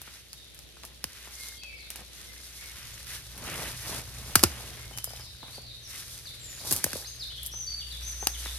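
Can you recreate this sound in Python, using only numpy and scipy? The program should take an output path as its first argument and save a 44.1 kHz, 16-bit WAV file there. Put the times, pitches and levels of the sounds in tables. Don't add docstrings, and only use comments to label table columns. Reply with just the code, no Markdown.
import sys
import numpy as np
from scipy import signal
from scipy.fft import rfft, irfft, next_fast_len
from scipy.io import wavfile
from scipy.ndimage import uniform_filter1d, map_coordinates

SR = 44100
rng = np.random.default_rng(int(sys.argv[2]) if len(sys.argv) > 2 else 0)


def wav_record(signal):
    frames = np.transpose(np.atleast_2d(signal))
    bounded = np.clip(frames, -1, 1)
    quanta = np.round(bounded * 32767).astype(np.int16)
    wavfile.write(sys.argv[1], SR, quanta)


N = 378378

# frequency in Hz, side minus mid in dB.
NEAR_WIDTH = [(120, -14), (500, -7.5), (1300, -8.5), (4400, 1), (8000, 2.5), (10500, -70), (14000, 9)]


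def amp(db):
    return 10 ** (np.asarray(db) / 20)


def unit(x):
    return x / np.sqrt(np.mean(x ** 2) + 1e-20)


def along(points, hz):
    freqs, values = np.transpose(points)
    return np.interp(np.log(hz + 1), np.log(freqs + 1), values)


def curves(rows):
    times, *columns = np.transpose(rows)
    return [np.interp(np.arange(N) / SR, times, column) for column in columns]


def wobble(rate):
    knots = rng.standard_normal(int(N * rate / SR) + 4)
    return map_coordinates(knots, [np.arange(N) * rate / SR])


def filtered(x, response):
    n = x.shape[-1]
    padded = next_fast_len(n + 4096)
    return irfft(rfft(x, padded) * response(np.fft.rfftfreq(padded, 1 / SR)), padded)[..., :n]


def noise(spectrum, size=N):
    return unit(filtered(rng.standard_normal((2, size)), lambda hz: amp(along(spectrum, hz))))


def add(track, s, sound):
    start = max(round(s * SR), 0)
    room = track[..., start:start + sound.shape[-1]]
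    room += sound[..., :room.shape[-1]]


def stereo(pair, width, direct, lag_s=9e-5):
    lead = lambda hz: np.clip(direct, 0, 1) * np.sin(2 * np.pi * hz * lag_s)
    side = filtered(pair[0], lambda hz: 1j * lead(hz) * amp(along(width, hz)))
    side += filtered(pair[1], lambda hz: np.sqrt(1 - lead(hz) ** 2) * amp(along(width, hz)))
    return np.array([pair[0] + side, pair[0] - side])


def air(db=-57):
    # frequency in Hz, relative spectral density in dB.
    hush_spectrum = [(25, -9), (55, 12), (110, 8.5), (220, -0.5), (600, -2.5), (1100, -18.5), (2400, -7),
                     (3800, -0.5), (7500, -21), (10500, -14), (15000, -51)]
    # frequency in Hz, side minus mid in dB.
    far_width = [(60, -4.5), (400, 0), (4400, 0.5), (10500, -43)]
    waver_db = 1.8 * wobble(4)
    return stereo(amp(db + waver_db) * noise(hush_spectrum), far_width, direct=0)


def engine(fundamental_hz=60.1, drift=0.00497, low_gain_db=2):
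    # time in seconds, relative levels of the fundamental and of the octave in dB.
    order_levels = [(0, -56.5, -71.5), (2.2, -55.5, -72), (2.9, -54, -57), (3.9, -49.5, -49),
                    (5.2, -51.5, -53), (6.3, -65.5, -57), (7.3, -50, -55), (8.58, -38, -57)]
    # frequency in Hz, relative spectral density in dB.
    rumble_spectrum = [(35, 4), (90, 8), (170, -3), (350, -39)]
    low_db, octave_db = curves(order_levels)
    phase = 2 * np.pi * np.cumsum(fundamental_hz * (1 + drift * wobble(2.5))) / SR
    fundamental = amp(low_db + low_gain_db + wobble(6.7)) * np.sin(phase)
    octave = amp(octave_db + wobble(2.04)) * np.sin(2 * phase)
    rumble = amp(octave_db + 2 * wobble(5)) * noise(rumble_spectrum)
    return fundamental + octave + stereo(rumble, NEAR_WIDTH, direct=0)


def swell(middle_s, length_s, edge_db=9, steepness=2.9):
    away = np.abs(np.arange(N) / SR - middle_s) / (length_s / 2)
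    return amp(-edge_db * np.minimum(away, 10) ** steepness)


def crinkle(rate, spread_db, life_s):
    sizes = amp(spread_db * np.minimum(rng.exponential(size=N), 4))
    contacts = (rng.random(N) < rate / SR) * sizes ** 2
    energy = signal.lfilter([1], [1, -np.exp(-1 / (life_s * SR))], contacts)
    return unit(np.sqrt(energy))


def crackles(rate=40, centre_hz=3300, octaves=2.2, cycles=3.8, range_db=8):
    out, t = np.zeros((2, N)), np.arange(SR // 100) / SR
    for when, pitch, size in rng.random((int(rate * N / SR), 3)):
        hz = centre_hz * 2 ** (octaves * (pitch - .5))
        click = np.sin(2 * np.pi * hz * t) * np.exp(-t * hz / cycles) * np.sqrt(hz)
        add(out, when * N / SR, amp(range_db * size) * click)
    return unit(out)


def rustle(leaf_db=2.5, sleeve_db=3, cloth_db=2, brightening=0.076, even_db=-50):
    # time in seconds, relative level in dB.
    bunch_levels = [(0.0, -63.5), (0.91, -61), (1.38, -68), (1.72, -61.5), (2.6, -52.5), (3.39, -54),
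                    (3.7, -51.5), (5.81, -61), (6.48, -54), (6.86, -45.5), (7.03, -55), (7.62, -57),
                    (8.58, -47.5)]
    # middle and length in seconds, relative leaf and sleeve levels in dB.
    strokes = [(0.11, 0.22, -59, -58), (1.22, 0.3, -55.5, -56.5), (1.45, 0.23, -49, -59.5),
               (1.966, 0.14, -59, -58.5), (2.204, 0.15, -56.5, -59.5), (2.77, 0.49, -58, -57),
               (3.13, 0.14, -47.5, -50.5), (3.593, 0.32, -46, -46), (3.831, 0.14, -48.5, -52),
               (3.937, 0.15, -44, -48.5), (4.496, 0.78, -53, -54.5), (5.162, 0.19, -53.5, -60),
               (5.535, 0.14, -55, -62.5), (5.954, 0.15, -48, -54), (6.11, 0.32, -52, -62.5),
               (6.722, 0.19, -43.5, -70), (6.964, 0.18, -47.5, -66), (7.463, 0.028, -48, -76),
               (8.088, 0.16, -52, -60.5), (8.442, 0.17, -50, -56.5)]
    # middle and length in seconds, relative level in dB.
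    rubs = [(2.002, 0.052, -51.5), (3.551, 0.35, -44.5), (3.933, 0.17, -44), (4.484, 0.84, -52),
            (6.717, 0.22, -48.5)]
    # frequency in Hz, relative spectral density in dB.
    leaf_spectrum = [(300, -5.5), (1200, -9.5), (2200, -29), (3500, 2), (6000, 2.5), (7500, -2.5),
                     (9500, 3.5), (12000, 2), (14000, -6.5), (16000, -102)]
    sleeve_spectrum = [(150, -13), (400, -8), (750, -3.5), (1300, 6.5), (1900, 10), (3000, 7.5), (4500, -5),
                       (9000, -42)]
    cloth_spectrum = [(35, -26), (70, -3), (130, 3.5), (300, -3), (600, -4), (1100, -6), (2500, -20),
                      (6000, -60)]
    bunch_db, = curves(bunch_levels)
    leaves, sleeve, pressure = amp(bunch_db - 1), amp(bunch_db - 8), np.zeros(N)
    for s, length, rustle_db, swish_db in strokes:
        speed = swell(s, length)
        leaves = np.hypot(leaves, amp(rustle_db) * speed)
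        sleeve = np.hypot(sleeve, amp(swish_db) * speed)
    for s, length, db in rubs:
        pressure = np.hypot(pressure, amp(db) * swell(s, length))
    sliding = amp(1.7 * wobble(40)) * noise(leaf_spectrum)
    ticking = .62 * crinkle(rate=150, spread_db=2.2, life_s=.0007) * noise(leaf_spectrum)
    treble = filtered(sliding + ticking, lambda hz: hz > 7500)
    body = sliding + ticking - treble
    sheen = (leaves / amp(even_db)) ** brightening
    out = amp(leaf_db) * leaves * (treble * sheen + body / sheen)
    out += .4 * np.minimum(leaves, amp(-53)) * filtered(crackles(), lambda hz: hz < 14000)
    out += sleeve * amp(sleeve_db + 1.5 * wobble(50)) * noise(sleeve_spectrum)
    stick_slip = crinkle(rate=500, spread_db=2.0, life_s=0.0034)
    out += amp(cloth_db) * pressure * stick_slip * noise(cloth_spectrum)
    return stereo(out, NEAR_WIDTH, direct=0.63)


def crack(t, bright_db, tear_s, tail_s=0.028, tail_db=-27, ragged_db=3):
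    # frequency in Hz, relative spectral density in dB.
    spectrum = [(200, -5.5), (1400, 2.5), (2200, 0), (2800, 3.5), (3600, -4.5), (4900, 3.5), (5800, -2),
                (7500, -9), (10500, -5.5), (13000, -8), (15500, -28.5)]
    colour = [(hz, db + bright_db * np.clip(np.log2(hz / 4500), 0, 1)) for hz, db in spectrum]
    roughness = unit(uniform_filter1d(rng.standard_normal(len(t)), size=16))
    tear = unit(amp(ragged_db * roughness)) * np.exp(-t / tear_s)
    tail = amp(tail_db) * np.exp(-t / tail_s)
    onset = np.minimum(t / (.4 * tear_s), 1)
    burst = noise(colour, size=len(t)) * onset * (tear + tail)
    return burst / np.sqrt(np.mean(burst[:, :SR // 300] ** 2, axis=1, keepdims=True))


def ticks(gain_db=2, tear_s=0.00049):
    # start in seconds, relative level in dB, treble boost in dB.
    fibres = [(0.017, -41, 19), (0.3309, -41, 10.5), (0.546, -49.5, 23), (0.5903, -46, 10),
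              (0.835, -44.5, 2), (0.851, -42, 19), (1.635, -42.5, 2.5), (1.9037, -35, 15.5),
              (1.959, -39, 13), (2.401, -52, 3), (3.378, -43, 15), (4.394, -32, 4), (4.9752, -36.5, 15),
              (4.985, -35.5, 10.5), (5.043, -28.5, 23), (6.71, -28, 12), (6.7314, -26, 20),
              (6.7637, -27.5, 21), (7.431, -38, 52), (7.463, -33, 37), (7.47, -36.5, 44)]
    out, t = np.zeros((2, N)), np.arange(SR // 5) / SR
    for s, db, bright_db in fibres:
        add(out, s, amp(db + gain_db) * crack(t, bright_db, tear_s, tail_s=0.014, tail_db=-16.5))
    return stereo(out, NEAR_WIDTH, direct=0.26)


def whip(t, sweep_hz, glide_s, rest_hz, fade_s, rise_s=0.00025, thinning=0.6):
    spread = 1 + t / glide_s
    hz = rest_hz + sweep_hz * amp(.5 * rng.normal()) / spread ** 2
    phase = 2 * np.pi * (np.cumsum(hz) / SR + rng.random((2, 1)))
    return np.sin(phase) * (1 - np.exp(-t / rise_s)) * np.exp(-t / fade_s) / spread ** thinning


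def flicks(pop_db=1, pop_cycles=1.44, puff_db=-10, puff_s=0.0052, shiver_db=-15, shiver_s=0.17):
    # start in seconds, relative level in dB, pitch of the pop in Hz.
    releases = [(0.076, -39, 1430), (0.769, -42.5, 1530), (0.841, -37.5, 900), (1.273, -39, 885),
                (1.956, -39.5, 1120), (4.911, -35.5, 755), (5.075, -39, 670), (5.106, -36.5, 800),
                (5.135, -38, 714), (5.197, -38.5, 875), (5.43, -33, 800), (5.482, -39, 1090),
                (5.58, -36, 540), (6.65, -34.5, 650), (6.864, -27, 550), (6.956, -27.5, 546),
                (7.538, -38, 810), (8.227, -29, 780), (8.459, -30, 1500)]
    out, t = np.zeros((2, N)), np.arange(SR // 10) / SR
    for s, db, hz in releases:
        pop = np.sin(2 * np.pi * hz * t) * (1 - np.exp(-2 * t * hz)) * np.exp(-t * hz / pop_cycles)
        blade_spectrum = [(hz / 4, -14), (hz, 0), (2 * hz, -9), (5 * hz, -30)]
        envelope = np.exp(-t / puff_s) + amp(shiver_db) * np.exp(-t / shiver_s)
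        puff = noise(blade_spectrum, size=len(t)) * envelope
        stalk = whip(t, sweep_hz=1055, glide_s=0.0037, rest_hz=88, fade_s=0.0098)
        add(out, s, amp(db) * (amp(pop_db) * pop + amp(puff_db) * puff + amp(-6) * stalk))
    return stereo(out, NEAR_WIDTH, direct=0.87)


def glide(length_s, start_hz, end_hz, ease=1.4):
    return end_hz + (start_hz - end_hz) * np.linspace(1, 0, int(length_s * SR)) ** ease


def swoop(length_s, start_hz, end_hz=3670, rasp=0.0353):
    hz = glide(length_s, start_hz, end_hz, ease=1.6)
    return hz * (1 + rasp * wobble(700)[:len(hz)])


def arch(length_s, top_hz, climb=0.12, drop=0.19, waver=0.0096):
    u = np.linspace(0, 1, int(length_s * SR))
    return top_hz * (1 - climb * (1 - u) ** 7 - drop * u ** 9 + waver * wobble(250)[:len(u)])


def bird_notes():
    # start and length in seconds, pitch in Hz, relative level in dB.
    whistles = [(0.335, 0.07, 3750, -59), (0.401, 0.071, 3500, -66), (1.34, 0.1, 2120, -55),
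                (1.537, 0.061, 3270, -55), (1.615, 0.074, 2586, -49.5), (2.262, 0.038, 2097, -54.5),
                (2.58, 0.038, 2206, -51.5), (4.758, 0.084, 2152, -57.5), (4.921, 0.06, 3050, -52),
                (5.058, 0.04, 4950, -52), (7.661, 0.1, 4587, -40)]
    # start and length in seconds, first and last pitch in Hz, relative level in dB.
    slurs = [(0.297, 0.017, 4410, 4960, -56), (1.639, 0.17, 2453, 2135, -55),
             (5.519, 0.05, 4200, 4730, -48.5), (5.817, 0.057, 6580, 5330, -51),
             (6.253, 0.037, 5100, 3460, -45), (6.38, 0.18, 7750, 6760, -51),
             (6.594, 0.015, 3540, 5000, -46), (6.891, 0.017, 3340, 4880, -46.5),
             (7.042, 0.027, 3450, 5100, -45), (7.069, 0.028, 6080, 6480, -45.5),
             (7.19, 0.056, 5640, 3440, -41), (7.298, 0.043, 2810, 3690, -48.5),
             (7.372, 0.032, 2950, 3520, -45.5), (7.445, 0.028, 2780, 3420, -53),
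             (7.797, 0.038, 4100, 2670, -47), (7.91, 0.041, 4160, 3336, -44.5),
             (8.328, 0.034, 4180, 2870, -47), (8.448, 0.041, 4120, 3410, -45.5)]
    # start and length in seconds, top pitch in Hz, relative level in dB.
    arches = [(1.567, 0.06, 4640, -52.5), (7.509, 0.15, 6146, -43), (8.016, 0.13, 6165, -44),
              (8.187, 0.12, 6330, -43.5)]
    # start and length in seconds, first pitch in Hz, relative level in dB.
    swoops = [(1.354, 0.13, 5200, -56.5), (1.739, 0.12, 5200, -54.5), (5.197, 0.084, 5600, -51),
              (5.385, 0.05, 4880, -50), (5.621, 0.11, 4910, -50)]
    notes = [(s, glide(length, hz, hz), db) for s, length, hz, db in whistles]
    notes += [(s, glide(length, first, last), db) for s, length, first, last, db in slurs]
    notes += [(s, arch(length, hz), db) for s, length, hz, db in arches]
    return notes + [(s, swoop(length, hz), db) for s, length, hz, db in swoops]


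def whistled(notes, waver=0.011, flicker_db=3, near_db=-44, direct_loss=0.75):
    song, direct = np.zeros(N), np.zeros(N)
    flutter, flicker = wobble(300), amp(flicker_db * wobble(60))
    for s, hz, db in notes:
        during = lambda curve: np.roll(curve, -round(s * SR))[:len(hz)]
        phase = 2 * np.pi * np.cumsum(hz * (1 + waver * during(flutter))) / SR
        envelope = signal.windows.tukey(len(hz), .3) * during(flicker)
        note = amp(db) * unit(envelope * np.sin(phase))
        add(song, s, note)
        add(direct, s, amp(direct_loss * min(db - near_db, 0)) * note)
    return song, direct


def trunks(x, spread_s=0.06):
    t = np.arange(SR // 5) / SR
    copies = rng.standard_normal((2, len(t))) * np.exp(-t / spread_s)
    return signal.fftconvolve(x[None], copies / np.linalg.norm(copies[0]), axes=1)[:, :N]


def trees(x):
    # frequency in Hz, time to decay by 60 dB in seconds.
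    decay_times = [(200, 0.6), (4000, 0.91), (12000, 0.35)]
    hz, t, spectra = signal.stft(rng.standard_normal((2, SR)), SR, nperseg=256)
    decay = amp(-60 * t / along(decay_times, hz)[:, None])
    tail = signal.istft(spectra * decay, SR, nperseg=256)[1]
    return signal.fftconvolve(x[None], tail / np.linalg.norm(tail[0]), axes=1)[:, :N]


def birds(left_db=2, right_db=0, echo_db=1):
    song, direct = whistled(bird_notes())
    heard = direct + .3 * trunks(song) + amp(echo_db) * trees(song)
    return amp([[left_db], [right_db]]) * heard


def snaps(crack_db=2, whip_db=14, ring_cycles=2.16, ring_rise_s=0.00078, overtone=4, overtone_db=-8):
    # start in seconds, relative crack level, treble boost and relative whip level in dB,
    # ring pitch in Hz, ring level in dB.
    stems = [(1.041, -29, 8, -44.5, 2800, -39), (4.355, -11, 10, -25, 1320, -4),
             (4.4297, -29, 8, -28, 820, -34), (4.436, -11.5, 6, -25.5, 349, -11),
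             (6.714, -25, 27, -35, 405, -28.5), (6.7244, -20, 24.5, -40, 1790, -18),
             (6.8415, -19.5, 19.5, -33.5, 1680, -15), (6.9309, -32.5, 10.5, -39.5, 1590, -23),
             (8.2706, -19.5, 11, -59, 790, -20.5)]
    out, t = np.zeros((2, N)), np.arange(SR // 5) / SR
    for s, db, bright_db, bend_db, ring_hz, ring_db in stems:
        tear_s = np.interp(bend_db, [-45, -20], [0.0014, 0.0026])
        add(out, s, amp(db + crack_db) * crack(t, bright_db, tear_s))
        swing = whip(t, sweep_hz=2360, glide_s=0.00279, rest_hz=68,
                     fade_s=0.055, rise_s=0.0052, thinning=0.77)
        phase = 2 * np.pi * ring_hz * t
        modes = np.sin(phase) + amp(overtone_db) * np.sin(overtone * phase)
        ring = modes * (1 - np.exp(-t / ring_rise_s)) * np.exp(-t * ring_hz / ring_cycles)
        add(out, s, amp(bend_db + whip_db) * swing + amp(ring_db) * ring)
    return stereo(out, NEAR_WIDTH, direct=1.0)


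def scene(echo_db=-24):
    hands = snaps() + ticks() + flicks() + rustle()
    return hands + amp(echo_db) * trees(hands.mean(0)) + birds() + engine() + air()


def record(dry, low_cut_hz=38, top_hz=15900):
    heard = filtered(dry, lambda hz: 1 / np.sqrt(1 + (low_cut_hz / (hz + 1)) ** 8))
    return filtered(np.clip(heard, -1, 1), lambda hz: hz < top_hz)


dry = scene()
out = record(dry)
wav_record(out)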